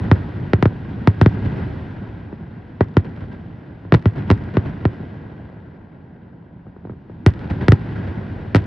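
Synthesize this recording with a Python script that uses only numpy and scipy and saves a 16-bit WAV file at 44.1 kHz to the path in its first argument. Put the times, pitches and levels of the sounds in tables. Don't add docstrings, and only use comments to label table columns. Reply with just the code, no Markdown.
import sys
import numpy as np
from scipy import signal
from scipy.fft import rfft, irfft, next_fast_len
from scipy.io import wavfile
from scipy.ndimage import uniform_filter1d, minimum_filter1d

SR = 44100
rng = np.random.default_rng(int(sys.argv[2]) if len(sys.argv) > 2 else 0)


def to_wav(sig):
    pcm = np.clip(np.atleast_2d(sig), -1, 1) * 32767
    pcm = np.round(pcm).astype(np.int16)
    wavfile.write(sys.argv[1], SR, pcm.T)


N = 381906

# t/s, level before air loss/dB, blast length/ms, air loss at 4 kHz/dB, echo level/dB
BURSTS = [(-0.2, 5, 1.5, 11, -22.5), (0.1145, 11, 1.3, 10.5, -30.5), (0.534, 6, 1.12, 9.5, -36),
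          (0.6261, 5.5, 1.1, 8.5, -44.5), (0.6557, 4.5, 1.4, 14, -31), (1.074, 6, 1.8, 7, -26.5),
          (1.2139, 4.5, 2.9, 5.5, -22), (1.2612, 4.5, 1.7, 11.5, -29), (2.808, 9, 0.77, 18.5, -26),
          (2.9687, 5, 1.95, 9.5, -27.5), (3.9228, 10.5, 0.97, 14, -23.5), (3.9409, 5, 2.3, 6, -30),
          (3.9470, 4.5, 1.6, 7, -24.5), (4.0571, 1.5, 3, 11.5, -27.5), (4.3026, 6.5, 1, 9, -20.5),
          (4.313, 0.5, 2.2, 4.5, -31.5), (4.5697, 3, 1.4, 13.5, -30.5), (4.8533, 3.5, 1.4, 14, -40),
          (7.2633, 6.5, 2.5, 2, -17.5), (7.6831, 13.5, 1.5, 5.5, -28.5), (7.7207, 4, 2.8, 4, -23.5),
          (8.5478, 6.5, 1.1, 5.5, -23), (8.5583, -0.5, 0.91, 2.5, -40), (8.5654, -3.4, 2.2, 3, -21.5)]


def gain_of(db):
    return 10 ** (np.asarray(db) / 20)


def evened(x):
    return x / np.sqrt(np.mean(x ** 2) + 1e-20)


def read(points, hz, axis=1):
    columns = np.transpose(points)
    return np.interp(np.log(hz + 1), np.log(columns[0] + 1), columns[axis])


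def add(mix, start_s, sound):
    part = mix[:, round(start_s * SR):][:, :sound.shape[1]]
    part += sound[:, :part.shape[1]]


def diffuse(colour, motion, size, patchy_db):
    # f/Hz, left-right likeness/0-1
    port_likeness = [(60, 1), (110, 0.99), (220, 0.99), (420, 0.57), (810, 0.82), (1550, 0.26), (2970, 1),
                     (5690, 0.92)]
    hop = size // 4
    frames = N // hop + 5
    hz = np.fft.rfftfreq(size, 1 / SR)
    t = np.arange(frames) * hop / SR
    a, b, c, d, patches = rng.standard_normal((frames, len(hz), 5)).T
    patches = uniform_filter1d(patches, size=9, axis=0)
    patches = evened(uniform_filter1d(patches, size=7, axis=1))
    noise = np.array([a + 1j * b, c + 1j * d])
    frames_out = noise * motion(hz, t) * gain_of(patchy_db * patches)
    waves = signal.istft(frames_out, nperseg=size, noverlap=size - hop)[1][:, :N]
    mid, side = rfft(waves)
    hz = np.fft.rfftfreq(N, 1 / SR)
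    likeness = np.clip(read(port_likeness, hz), 0, 1)
    mid = mid * np.sqrt((1 + likeness) / 2)
    side = side * np.sqrt((1 - likeness) / 2)
    return irfft(gain_of(read(colour, hz)) * [mid + side, mid - side], N)


def city():
    # f/Hz, relative spectral level/dB
    hum_colour = [(25, 18.5), (38, 15), (55, 0), (100, -17), (170, -3), (320, -13), (400, -27.5),
                  (950, -18.5), (1250, -33), (1600, -38.5), (3000, -51.5), (6000, -75), (12000, -71.5)]
    hum_rms_db = -31
    hum = diffuse(hum_colour, lambda hz, t: 1, size=2048, patchy_db=1.0)
    return gain_of(hum_rms_db) * evened(hum)


def every_blast():
    # t/s, level before air loss/dB
    launches = [(2.327, -9.5), (3.85, -18), (6.667, -20), (6.764, -18.5), (6.851, -13.5), (6.871, -16.5),
                (6.896, -10.5), (6.92, -22), (6.935, -22.5), (7.097, -17.5)]
    length_ms, air_loss_db = 0.63, 38.5
    echo_re_level_db = -31
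    return BURSTS + [(s, db, length_ms, air_loss_db, db + echo_re_level_db) for s, db in launches]


def answer(age_s):
    # delay/s, swell/s, level/dB, t60/s
    reflectors = [(0, .008, 17, 0.12), (.02, 0.12, -2, 4.2), (0.231, 0.0094, 7.5, 0.34),
                  (.338, 0.017, 6.5, 0.38), (.5, 0.22, -16.5, 3.8)]
    power = 0
    for delay_s, swell_s, db, t60_s in reflectors:
        since_s = np.maximum(age_s - delay_s, 0)
        swell = np.minimum(since_s / swell_s, 1) ** 2
        power = power + swell * gain_of(db - 60 * since_s / t60_s) ** 2
    return power


def echoes():
    # f/Hz, relative spectral level/dB, extra loss with age/(dB/s), < 0 is a gain
    echo_colour = [(25, 11, 5), (43.7, 7.5, 4), (75.4, -8.5, 6), (100, -11, 4.5), (204, -12, -2),
                   (355, -20, -2), (444, -21.5, -8.5), (980, -25.5, -6), (1194, -33, -4),
                   (1630, -26.5, -7.5), (1700, -31.5, -5.5), (3120, -41, -4), (4860, -54, -3.5),
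                   (12000, -78, -1)]
    # t/s, level/dB
    far_rumble = [(0, -19.5), (.8, -24), (1.6, -19.5), (2.4, -31), (4, -32.5), (5, -27.5), (5.8, -43),
                  (6.4, -43.5), (7.1, -36.5), (7.9, -22), (8.66, -24.5)]
    lumpy_share = .35
    echo_s = 3

    def motion(hz, t):
        power = np.zeros((len(hz), len(t)))
        lumps = np.minimum(rng.exponential(1, len(t)), 4) ** 2 / 2
        unevenness = 1 - lumpy_share + lumpy_share * lumps
        for s, _, _, air_loss_db, echo_db in every_blast():
            heard = (t > s) & (t < s + echo_s)
            age_s = t[heard] - s
            age_loss_db = np.outer(read(echo_colour, hz, axis=2), age_s)
            treble_loss_db = 0.31 * air_loss_db * hz[:, None] / (hz[:, None] + 3000)
            level = gain_of(echo_db - age_loss_db - treble_loss_db)
            power[:, heard] += level ** 2 * answer(age_s) * unevenness[heard]
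        power += gain_of(np.interp(t, *np.transpose(far_rumble))) ** 2
        surges = evened(uniform_filter1d(rng.standard_normal(len(t)), size=24))
        rolling = gain_of(1.6 * np.outer(400 / (hz + 400), surges))
        return rolling * np.sqrt(power)

    return diffuse(echo_colour, motion, size=256, patchy_db=1.0)


def blast(level_db, length_ms, air_loss_db, scatter, lead):
    # delay/s, level/dB
    near_walls = [(.0022, -12), (.0066, -19)]
    # f/Hz, level/dB
    unequal_scatter = [(60, -42.5), (110, -40.5), (190, -38), (330, -22.5), (580, -0.5), (1030, -7.5),
                       (1820, -3), (3220, -19.5), (5690, -4.5)]
    size = 4096
    hz = np.fft.rfftfreq(size, 1 / SR)
    t = np.arange(size) / SR
    u = t / (max(length_ms, .1) / 1000)
    jump = (1 - u) * np.exp(-u)
    air = 1 / (1 + 1j * hz / 4000 * np.sqrt(gain_of(max(air_loss_db, .1) / 2) - 1)) ** 4
    wave = rfft(np.roll(jump, lead)) * air
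    fade = np.exp(-t / .003) + .12 * np.exp(-t / .02)
    clutter = rfft(scatter * fade / np.linalg.norm(fade))
    walls = sum(gain_of(db) * np.exp(-2j * np.pi * hz * s) for s, db in near_walls)
    treble = 1 / (1 + (450 / (hz + 1)) ** 2)
    rough = gain_of(-3) * clutter[0] / (1 + (hz / 4000) ** 2)
    mid = wave * (1 + treble * (walls + rough))
    side = wave * clutter[1] * gain_of(read(unequal_scatter, hz))
    return gain_of(level_db) * irfft([mid + side, mid - side])


def blasts():
    # delay/s, level re the burst's echo level/dB,
    # blast length/ms
    slap_walls = [(0.04, -4, 0.13), (.076, -2.5, 0.13), (.13, -6.5, 0.19), (.238, -3.5, 0.43),
                  (.357, -3.5, 0.46)]
    slap_air_loss_db = 5
    spread_s, spread_db = 0.0025, 1
    lead = 256
    rows = [row[:4] for row in every_blast()]
    chance = rng.standard_normal((len(BURSTS), len(slap_walls), 2))
    for (s, _, _, _, echo_db), draws in zip(BURSTS, chance):
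        for (delay_s, db, length_ms), (late, loud) in zip(slap_walls, draws):
            slap_s = s + delay_s + spread_s * late
            slap_db = echo_db + db + spread_db * loud
            rows.append((slap_s, slap_db, length_ms, slap_air_loss_db))
    mix = np.zeros((2, N))
    scatters = rng.standard_normal((len(rows), 2, 4096))
    for (s, *row), scatter in zip(rows, scatters):
        if s > lead / SR:
            add(mix, s - lead / SR, blast(*row, scatter, lead))
    return mix


def scene():
    return city() + echoes() + blasts()


def record(dry):
    # f/Hz, level/dB
    microphone = [(130, 1), (330, 3), (560, -3), (900, -3.5), (1400, -0.5), (2000, -3), (2600, -3),
                  (5000, -1.5), (6200, -7), (6900, -14), (7500, -7), (11000, -10.5), (12500, -32.5),
                  (16000, -32.5)]
    # f/Hz, width/Hz,
    # level/dB
    rings = [(106.1, 13, -9), (381.4, 24, -6.5), (1942, 130, -1.5), (9640, 50, 11.5)]
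    # f/Hz, Q
    crossovers = [(193, .5), (1019, .16)]
    # f/Hz, left minus right/dB
    leaning = [(60, -0.5), (130, 0.0), (270, -1.5), (580, 3), (1250, 1.5), (2660, -1), (5690, 0.5)]
    low_cut_hz, low_cut_q = 89, 1.54
    edge_hz, ceiling = 16300, .95
    size = next_fast_len(N + SR // 2)
    hz = np.fft.rfftfreq(size, 1 / SR)
    s = 1j * hz
    low_cut = s * s / (s * s + s * low_cut_hz / low_cut_q + low_cut_hz ** 2)
    chain = -gain_of(read(microphone, hz)) * low_cut ** 2
    for f, width_hz, ring_db in rings:
        chain *= 1 + gain_of(ring_db) / (1 + 2j * (hz - f) / width_hz)
    for f, q in crossovers:
        all_pass = (s * s - s * f / q + f * f) / (s * s + s * f / q + f * f)
        chain *= all_pass ** 2
    chain = chain * gain_of(np.outer([.5, -.5], read(leaning, hz)))
    x = irfft(rfft(dry, size) * chain, size)[:, :N]
    room_left = np.minimum(ceiling / (abs(x).max(0) + 1e-9), 1)
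    x = x * uniform_filter1d(minimum_filter1d(room_left, size=201), size=201)
    band_limit = signal.firwin(511, edge_hz, window=("kaiser", 9), fs=SR)
    return signal.oaconvolve(x, band_limit[None], "same")


dry = scene()
out = record(dry)
to_wav(out)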